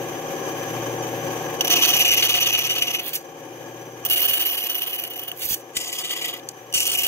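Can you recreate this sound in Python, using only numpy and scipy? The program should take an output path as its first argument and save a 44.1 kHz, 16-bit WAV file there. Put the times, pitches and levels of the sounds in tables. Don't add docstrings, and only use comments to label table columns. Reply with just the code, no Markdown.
import sys
import numpy as np
from scipy import signal
from scipy.fft import rfft, irfft, next_fast_len
from scipy.io import wavfile
from scipy.ndimage import uniform_filter1d, minimum_filter1d

SR = 44100
rng = np.random.default_rng(int(sys.argv[2]) if len(sys.argv) > 2 else 0)


def digitize_waveform(pressure):
    field = np.atleast_2d(pressure).T
    bounded = np.clip(field, -1, 1)
    quanta = np.round(bounded * 32767).astype(np.int16)
    wavfile.write(sys.argv[1], SR, quanta)


N = 311787
T, HZ = np.arange(N) / SR, np.fft.rfftfreq(N, 1 / SR)

WHEEL_HZ, LAP_HZ = 8.525, 2.452
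SHAFT_HZ = 2 * WHEEL_HZ
KINKS_A_LAP = 10

# time_s, level_db
CUTS = [
    [(1.6, -25), (1.69, -5), (1.72, 6), (2.1, 13), (2.55, 12), (3.0, 8), (3.04, -26)],
    [(4.045, -34), (4.085, -6), (4.11, 13), (4.72, 9), (4.98, 7.5), (5.1, 0), (5.3, 1.5), (5.35, -47)],
    [(5.745, -10), (5.77, 9.5), (5.88, 6), (5.96, 7), (6.28, 8.5), (6.33, 4.5), (6.39, 0), (6.4, 0)],
    [(6.72, -32), (6.736, -10), (6.745, -4), (6.78, 17), (6.85, 12.5), (6.93, 15), (7.07, 15)],
]


def gain_of(db):
    return 10 ** (np.asarray(db) / 20)


def evened(x):
    return x / np.sqrt(np.mean(x ** 2) + 1e-20)


def read(points, hz=HZ):
    f, value = np.transpose(points)
    return np.interp(np.log(hz + 1), np.log(f + 1), value)


def level_at(points):
    return gain_of(np.interp(T, *np.transpose(points)))


def shaped(x, gain):
    return irfft(rfft(x) * gain, len(x))


def wobble(hz):
    return evened(shaped(rng.standard_normal(N), 1 / (1 + (HZ / hz) ** 2)))


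def crests(hz, count, depth, at):
    return depth * np.cos(2 * np.pi * count * (hz * T - at))


def teeth():
    tooth_hz, flutter_hz = 2966.8, 416.4
    places = tooth_hz * T + crests(LAP_HZ, KINKS_A_LAP, 0.1, 0.03)
    passed = np.floor(places + 0.065 * wobble(hz=77.3))
    hit = np.diff(passed, prepend=0) > 0
    flutter = np.cos(2 * np.pi * flutter_hz * T)
    grip = 0.46 + 0.78 * wobble(hz=584) + 0.32 * flutter
    clicks = evened(shaped(hit * grip, HZ > 600))

    chips = 1.5 * rng.standard_normal(N) * gain_of(0.8 * wobble(hz=300)) * (1 + 0.35 * flutter)

    splinters_per_s, splinter_db, spread_db = 700, 12, 2
    size_db = splinter_db + spread_db * np.minimum(rng.exponential(1, N), 3)
    splinters = (rng.random(N) < splinters_per_s / SR) * gain_of(size_db)

    note_db, note_flutter = -11.5, 0.55
    note = np.cos(2 * np.pi * (places + 0.075 * wobble(hz=2.9))) * (1 + note_flutter * flutter)
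    return clicks + chips + splinters + gain_of(note_db) * note


def contact(drive, crackle_db, bite_db, rows, tone, colour, rings):
    # start_s, level_db, t60_s
    catch_rows = [(1.608, 12, 0.058), (1.646, 8.5, 0.064), (1.671, 17.5, 0.014), (1.678, 13, 0.024),
                  (1.7, 13, 0.054), (1.706, 19, 0.1), (1.725, 24, 0.045), (1.822, 23, 0.084),
                  (1.85, 41, 0.026), (2.2235, 23, 0.067), (2.579, 18, 0.033), (2.697, 21, 0.03),
                  (2.821, 21.5, 0.06), (2.871, 12, 0.029), (2.948, 24, 0.037), (3.1315, 18.5, 0.076),
                  (4.05, 20.5, 0.035), (4.059, 17, 0.057), (4.086, 15, 0.023), (4.098, 20, 0.053),
                  (4.178, 15, 0.038), (4.3, 25, .02), (4.333, 37, 0.034), (4.3968, 22.5, 0.028),
                  (4.459, 7, 0.03), (4.669, 29, 0.018), (4.7506, 17, 0.048), (5.036, 22.5, 0.046),
                  (5.1332, 10, .045), (5.158, 12, 0.064), (5.193, 12, 0.11), (5.28, 17, 0.035),
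                  (5.3154, 24.5, 0.015), (5.767, 26, 0.042), (5.927, 14, 0.056), (5.984, 16.5, 0.13),
                  (6.106, 16, 0.19), (6.243, 16.5, 0.16), (6.047, 8, 0.033), (6.726, 22.5, 0.01),
                  (6.738, 26.5, 0.2), (6.802, 29, .03), (6.853, 26, 0.027), (6.915, 23, .03),
                  (6.93, 17, 0.036), (7.0332, 26, 0.046)]
    catch_rise_s = 0.0018
    loosening = 1.46
    fizz_bite = 0.19

    s, db = np.transpose(rows)
    span = (T > s[0] - 0.01) & (T < s[-1] + 0.09)
    t = T[span]
    hz = np.fft.rfftfreq(len(t), 1 / SR)
    rasp_db = np.interp(t, s, db)
    ring_db, fizz_db = (np.interp(t, s[[0, -1]], ends) for ends in np.reshape(tone, (2, 2)))
    swing = np.interp(t, s[[0, -1]], (1, loosening))
    feed = (t < s[-1]) * gain_of(rasp_db + swing * bite_db[span])
    catches = sum(gain_of(peak_db - 60 * abs(t - at) / t60) * np.clip((t - at) / catch_rise_s, 0, 1)
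                  for at, peak_db, t60 in catch_rows if s[0] < at < t[-1])

    boost_db = sum(boost / (1 + (2 * (hz - f) / width) ** 2) for f, width, boost in rings)
    sound = shaped(drive[span], gain_of(read(colour, hz) + boost_db))
    above_wood = 1 / (1 + (4100 / (hz + 1)) ** 12)
    above_ring = 1 / (1 + (9500 / (hz + 1)) ** 12)
    wood = evened(shaped(sound, 1 - above_wood))
    ring = evened(shaped(sound, above_wood - above_ring))
    fizz = evened(shaped(sound, above_ring))
    fizz = evened(fizz * gain_of(crackle_db[span])) * gain_of(fizz_bite * bite_db[span])
    blend = wood + gain_of(ring_db) * ring + gain_of(fizz_db) * fizz

    loudness = np.sqrt(1 + gain_of(2 * ring_db) + gain_of(2 * fizz_db))
    out = np.zeros(N)
    out[span] = blend * np.hypot(feed, catches / loudness)
    return out


def cut():
    # time_s, level_db
    rubs = [
        [(3.02, -5.5), (3.08, 6.5), (3.12, -7), (3.16, 9.5), (3.19, -15), (3.23, -28)],
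        [(5.33, -21), (5.39, -6.5), (5.43, 9), (5.48, 0.5), (5.5, 7), (5.545, 9), (5.555, -7.5), (5.62, -22)],
        [(6.485, -59), (6.489, 3), (6.5, -30), (6.52, -15)],
    ]
    # ring_entry_db, ring_exit_db, fizz_entry_db, fizz_exit_db
    cut_tones = [(-3.3, -6.5, -4, -7.5), (-1.5, -8.5, 5, -1), (1.5, -12.5, -7, -11), (1, -9.5, -1, 0)]
    # ring_entry_db, ring_exit_db, fizz_entry_db, fizz_exit_db
    rub_tones = [(-20, 10.3, 2.9, 9.9), (-6, 6.2, 9.6, 13), (13.5, 6, 2.5, 2.1)]
    # freq_hz, level_db
    cut_colours = [
        [(470, -8.5), (800, -9), (942, -10.5), (1150, -0.5), (1350, -3), (1880, -1), (2950, 12), (4030, -4.5),
         (5510, -15.5), (6090, -6.5), (6650, -16), (9450, -25), (11600, -21.5), (14800, -18), (16000, -22)],
        [(470, -1.5), (800, -7), (1370, 1), (2290, 3.5), (2950, 12.5), (4130, -12), (5800, -26.5),
         (8030, -25.5), (8660, -22), (11100, -11), (11900, 0), (12900, -1.5), (13500, -13), (13900, -11),
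         (14500, 7), (15400, 1), (16000, -2.5)],
        [(470, -25), (800, -32), (1190, -17), (1480, -26.5), (1830, -22), (1950, -14.5), (2600, -16),
         (3020, -7.5), (4180, -14), (4800, -0.5), (5510, -8.5), (6910, -1.5), (11000, -7), (14800, 4),
         (16000, -14)],
        [(470, -45), (800, -29), (1030, -33), (1090, -20.5), (1880, -21), (2950, -3.5), (3880, -11.5),
         (4340, -7), (5940, -5), (11000, -5), (15000, -1), (16000, 1.5)],
    ]
    # freq_hz, level_db
    rub_colour = [(880, -53), (1500, -17), (1920, -16), (3060, -8), (3770, -10), (4780, -2), (5440, -11),
                  (5940, -3), (9370, -8), (12600, 0.5), (15200, -2), (16000, 1.5)]
    # freq_hz, width_hz, boost_db
    cut_rings = [
        [(2925, 110, 5), (2680, 80, -5), (2810, 60, -4), (2300, 60, -6), (3370, 60, 1), (2551, 14, 6),
         (2420, 60, 5), (2740, 60, 4), (3200, 40, 5), (2490, 60, -5), (3060, 60, -4), (3300, 120, -4),
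         (3600, 80, -6), (5930, 60, 9), (9700, 500, -5), (10400, 400, 5), (11850, 200, 4), (14420, 60, 6),
         (15500, 600, -7)],
        [(2940, 150, 5), (2680, 40, -6), (5926, 50, 8), (5950, 350, 7), (3024, 25, 5), (3570, 200, -8),
         (8870, 120, 6), (10400, 500, 6), (13300, 700, 9), (14800, 100, 5), (15250, 300, -4), (15600, 400, -11),
         (12200, 150, -5), (14480, 150, -4)],
        [(1978, 16, 14), (2380, 50, 5), (2890, 60, 5), (3120, 120, 6), (4000, 150, 8), (4930, 100, 4),
         (6940, 150, 6), (7780, 70, 5), (10200, 250, 5), (11900, 100, 5), (14830, 150, 7)],
        [(2960, 150, 4), (3550, 300, -4), (5925, 50, 7), (7900, 100, 4), (8880, 120, 6), (11860, 150, 7),
         (14000, 500, -6), (14800, 150, 7), (15500, 400, -8)],
    ]
    # depth_db, crest_turns (part of a wheel turn)
    swells = [(0.44, 0.97), (1.37, 0.12), (1, 0.064), (-0.5, .001)]
    swells_a_turn = (1, 2, 4, 6)

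    drive, waver_db = teeth(), 0.14 * wobble(hz=45.7)
    crackle_db = 3.7 * wobble(hz=320)
    swing_db = crests(LAP_HZ, KINKS_A_LAP, 1.5, 0.039)
    swing_db = swing_db + sum(crests(WHEEL_HZ, k, *row) for k, row in zip(swells_a_turn, swells))

    slip_db, slack_at, ease_part, regrip_part = -7.5, 0.874, 0.08, 0.018
    past = (SHAFT_HZ * T - slack_at + 0.5) % 1 - 0.5
    swing_db = swing_db + slip_db * np.exp(-(past / np.where(past < 0, ease_part, regrip_part)) ** 2)

    bite_db = np.where(swing_db > 0, 4 * np.tanh(swing_db / 4), swing_db) + waver_db
    cuts = sum(contact(drive, crackle_db, bite_db, *parts)
               for parts in zip(CUTS, cut_tones, cut_colours, cut_rings))
    brushes = sum(contact(drive, crackle_db, waver_db, *parts, rub_colour, [])
                  for parts in zip(rubs, rub_tones))
    return cuts + brushes


def snaps():
    # start_s, level_db
    snap_rows = [(1.6112, 8), (1.646, 19), (1.678, 22.5), (1.684, 12), (2.5037, 9), (2.993, 11),
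                 (3.0007, 10), (3.066, 26), (3.0824, 15), (3.0926, 27), (3.146, 29), (3.1598, 24),
                 (3.164, 29), (3.178, 16), (4.051, 23), (4.057, 31), (4.088, 21), (4.099, 28), (4.1702, 21),
                 (4.301, 26), (4.4004, 28), (4.407, 25), (4.46, 21), (4.469, 19), (4.483, 23), (4.584, 29),
                 (4.64, 28), (4.828, 17), (4.9466, 27), (4.963, 27), (5.0402, 28), (5.0776, 25),
                 (5.1354, 21), (5.178, 24), (5.195, 29), (5.2165, 23), (5.2367, 25), (5.2853, 23),
                 (5.3166, 21), (5.346, 9), (5.3648, 13), (5.375, 21.5), (5.769, 32), (5.7762, 21),
                 (5.8136, 17), (5.9287, 27), (5.9854, 22), (6.108, 11), (6.2562, 27), (6.489, 25),
                 (6.7263, 23), (6.939, 32), (7.0663, 37)]
    # freq_hz, level_db
    snap_colour = [(800, -13), (2500, -15.5), (6000, -7.5), (9000, -11.5), (12000, 0.5), (15000, -6.5)]
    t60_s = 0.004
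    out, t = np.zeros(N), np.arange(600) / SR
    bursts = rng.standard_normal((len(snap_rows), len(t)))
    for (s, db), noise in zip(snap_rows, bursts):
        part = out[round(s * SR):][:len(t)]
        part += (gain_of(db - 60 * t / t60_s) * noise)[:len(part)]
    return shaped(out, gain_of(read(snap_colour)))


def bumps():
    # start_s, level_db, direction (+1 or -1)
    bump_rows = [(4.313, 4, 1), (5.452, 14, 1), (5.51, 19, -1), (5.528, 16, 1), (5.77, 17, -1),
                 (6.759, 12.5, 1)]
    bump_hz = 154
    out = np.zeros(N)
    for s, db, way in bump_rows:
        u = np.clip((T - s) * bump_hz * 2 * np.pi, 0, 40)
        out += np.sign(way) * gain_of(db) * u * (2.6 - u) * np.exp(-u)
    return out


def tones():
    # order (multiple of shaft rate), level_db
    shaft_orders = [(1, -45), (2, -28), (3, -28), (4, -40), (5, -28), (6, -22), (7, -1), (8, -19), (9, -2),
                    (10, -9), (11, -14), (12, -22), (13, -18), (14, -17), (15, -6), (16, -5), (17, -10),
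                    (18, -6), (19, -3), (20, -1), (21, -1), (22, -4), (23, -4), (24, -13), (25, -7),
                    (26, -9), (27, 0), (28, -1), (29, -9), (30, -4), (31, -10), (32, 0), (33, -3), (34, -7),
                    (35, -13), (36, -16), (37, -16), (38, -14), (39, -8), (40, -20), (41, -14), (42, -10),
                    (43, -10), (44, -6), (47, -8), (51, -11), (54, -13), (55, -14), (56, -16), (58, -16),
                    (60, -15), (62, -11), (64, -10), (65, -13), (66, -14)]
    # pitch_hz, level_db
    whines = [(867, -32), (1658, -24), (1739, -31), (2116, -35), (2406, -29.5), (3096, -29), (3360, -38),
              (6047, -25)]
    order_waver = 0.35

    turns = SHAFT_HZ * T + 0.0034 * wobble(hz=0.73)
    draws = rng.random((len(shaft_orders), 3))
    orders = np.zeros(N)
    for (k, db), (phase, rate, start) in zip(shaft_orders, draws):
        if k != 7:
            waver = 1 + order_waver * np.cos(2 * np.pi * ((1 + 3.5 * rate) * T + start))
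            orders += gain_of(db) * np.cos(2 * np.pi * (k * turns + phase)) * waver

    mains_hz, in_step_s = 120.04, 0.99
    seventh_db, mains_db = -16, -20
    seventh = np.cos(2 * np.pi * 7 * turns)
    mains = np.cos(2 * np.pi * (mains_hz * (T - in_step_s) + 7 * SHAFT_HZ * in_step_s))
    hum = np.sqrt(2) * (gain_of(seventh_db) * seventh + gain_of(mains_db) * mains)

    whine = gain_of(-12.5) * np.cos(2 * np.pi * 45.5 * turns)
    for hz, db in whines:
        whine = whine + np.sqrt(2) * gain_of(db) * np.cos(2 * np.pi * (hz * T + 0.11 * wobble(hz=5.6)))
    return whine + gain_of(-4.5) * evened(orders) + hum


def rattle(chatter):
    # freq_hz, level_db
    frame = [(24, -14), (60, -19), (133, 7.5), (209, -1), (345, -26), (542, 13), (630, -16), (770, -23),
             (1410, -3.5), (3060, -3), (3700, -10), (4130, -14.5), (5300, -19.5), (6170, -5), (7300, -14),
             (8990, -22), (11400, -14), (12500, -8), (16000, -12.5)]
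    # freq_hz, width_hz, level_db
    frame_rings = [(335, 70, -4), (550, 35, -12), (745, 25, -11), (800, 20, -12), (865, 12, -17),
                   (1080, 120, -10), (1570, 30, -19), (1665, 45, -13.5), (1740, 20, -21), (2420, 55, -18),
                   (3060, 150, -14), (6045, 50, -11), (6360, 90, -18), (895, 10, -15), (1184, 20, -17),
                   (4950, 300, -21), (7500, 200, -24), (11030, 44, -23)]
    loaded_hz = 716

    rings = sum(gain_of(2 * db) / (1 + (2 * (HZ - hz) / width) ** 2) / width for hz, width, db in frame_rings)
    noise = rng.standard_normal(N) * chatter
    broad = evened(shaped(noise, gain_of(read(frame))))
    ringing = evened(shaped(noise[::-1], np.sqrt(rings) / (1 + (190 / (HZ + 1)) ** 4)))
    cutting = sum((T > rows[0][0]) * (T < rows[-1][0]) * 1. for rows in CUTS)
    loaded = uniform_filter1d(cutting, size=3000)
    strain = loaded * evened(shaped(noise, 1 / (1 + ((HZ - loaded_hz) / 9) ** 2)))
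    return gain_of(-10.0) * strain + gain_of(-10.0) * broad + gain_of(-6.0) * ringing


def ports(x, lean, likeness, apart=None):
    # freq_hz, lead_rad
    lead = [(0, 0), (1890, 1.6), (2410, 0.7), (2900, 2.0), (2940, 2.3), (2967, 3.1), (3000, 2.5),
            (3060, 2.4), (3360, 2.3), (4050, 3.14), (4500, 3.2), (5860, 4.7), (7200, 6.7), (8200, 9.4),
            (8960, 11.9), (10400, 14.4), (11800, 12.8), (12500, 17.5), (13800, 18.5), (14600, 26.5),
            (15700, 28.3), (16000, 28.7)]
    size = next_fast_len(N + 4000)
    hz = np.fft.rfftfreq(size, 1 / SR)
    if apart is None:
        decay_db = -60 * np.arange(3000) / SR / 0.018
        tails = rng.standard_normal((2, 2, 3000)) * gain_of(decay_db)
        tails = rfft(tails / np.linalg.norm(tails, axis=2)[..., None], size)
        turn = 2 * wobble(hz=12)
        scattered = tails[0] * rfft(x * np.cos(turn), size) + tails[1] * rfft(x * np.sin(turn), size)
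    else:
        scattered = rfft(apart, size)
    same = np.clip(read(likeness, hz), 0, 1)
    sign = np.array([[0.5], [-0.5]])
    direct = rfft(x, size) * np.exp(1j * sign * np.interp(hz, *np.transpose(lead)))
    both = gain_of(sign * read(lean, hz)) * (np.sqrt(same) * direct + np.sqrt(1 - same) * scattered)
    return irfft(both, size)[:, :N]


def scene():
    # freq_hz, difference_db
    cut_lean = [(60, 2.5), (200, 9), (700, 23), (1400, 2.5), (2000, 10.5), (2500, -1), (2967, 1),
                (3600, 2.5), (4050, 3), (4500, -6.5), (5500, -1.5), (5930, -6.5), (6400, -5.5),
                (7400, 10.5), (8300, 10.5), (9000, 2.5), (9800, 9), (11500, -4), (12200, -13.5), (13500, 2),
                (14100, -4), (14800, -5), (15700, -19)]
    # freq_hz, difference_db
    idle_lean = [(30, 19), (60, 24), (110, 2.5), (200, 3.5), (380, 4), (700, 4), (1290, 3.5), (2380, 6),
                 (3100, 0), (4400, 1.5), (5400, -6), (6050, -3.5), (7000, 3), (7500, -6), (8200, 9),
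                 (9500, 6), (11400, 0.5), (12400, -8), (13300, 0), (14000, -2), (14700, -1), (15600, 5)]
    # freq_hz, shared_power (0 to 1)
    cut_same = [(30, 0.92), (100, 0.99), (300, 0.9), (800, 0.9), (1500, 0.8), (2800, 0.86), (2967, 0.95),
                (3150, 0.8), (3600, 0.6), (4050, 0.98), (4500, 0.8), (5500, 0.7), (6000, .9), (6800, .95),
                (8500, 0.6), (11500, 0.7), (15000, 0.8)]
    # freq_hz, shared_power (0 to 1)
    idle_same = [(60, .93), (100, .99), (160, 0.66), (270, 0.73), (450, 0.8), (740, 0.67), (1220, 0.17),
                 (2010, 0.17), (3330, 0.09), (15000, 0.075)]
    # time_s, level_db
    bass_level = [(0, -1), (4.1, -1.5), (4.5, -5), (7.07, -3.5)]
    bass_hz = 275
    # time_s, level_db
    heard = [(0, -27), (.2, -29), (.81, -26), (1.66, -26.5), (2.09, -32.5), (3.0, -37), (3.21, -39),
             (3.6, -35.5), (4.1, -37), (4.73, -40), (5.9, -40.5), (6.26, -38.5), (6.61, -40), (7.07, -38.5)]

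    steady = ports(tones() + bumps(), idle_lean, [(0, 1), (1, 1)], np.zeros((2, N)))
    chatter = gain_of(2 * wobble(hz=30))
    apart = np.array([rattle(chatter), rattle(chatter)])
    machine = steady + ports(rattle(chatter), idle_lean, idle_same, apart)
    bass = irfft(rfft(machine) / (1 + (HZ / bass_hz) ** 8), N)
    machine = machine + (level_at(bass_level) - 1) * bass

    wood = shaped(cut(), 1 - 1 / (1 + (HZ / 350) ** 4))
    wood = ports(wood, cut_lean, cut_same)
    wood = wood + ports(snaps(), cut_lean, [(0, 0.9), (1, 0.9)])
    return level_at(heard) * (machine + wood)


def record(dry):
    ceiling, edge_hz = 0.85, 15720
    room_left = minimum_filter1d(np.minimum(1, ceiling / (abs(dry).max(0) + 1e-9)), size=81)
    limited = dry * uniform_filter1d(room_left, size=81)
    held = signal.sosfilt(signal.butter(1, 55, "high", fs=SR, output="sos"), limited)
    band = signal.firwin(1023, edge_hz, window=("kaiser", 9), fs=SR)
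    return signal.oaconvolve(held, band[None], "same")


dry = scene()
out = record(dry)
digitize_waveform(out)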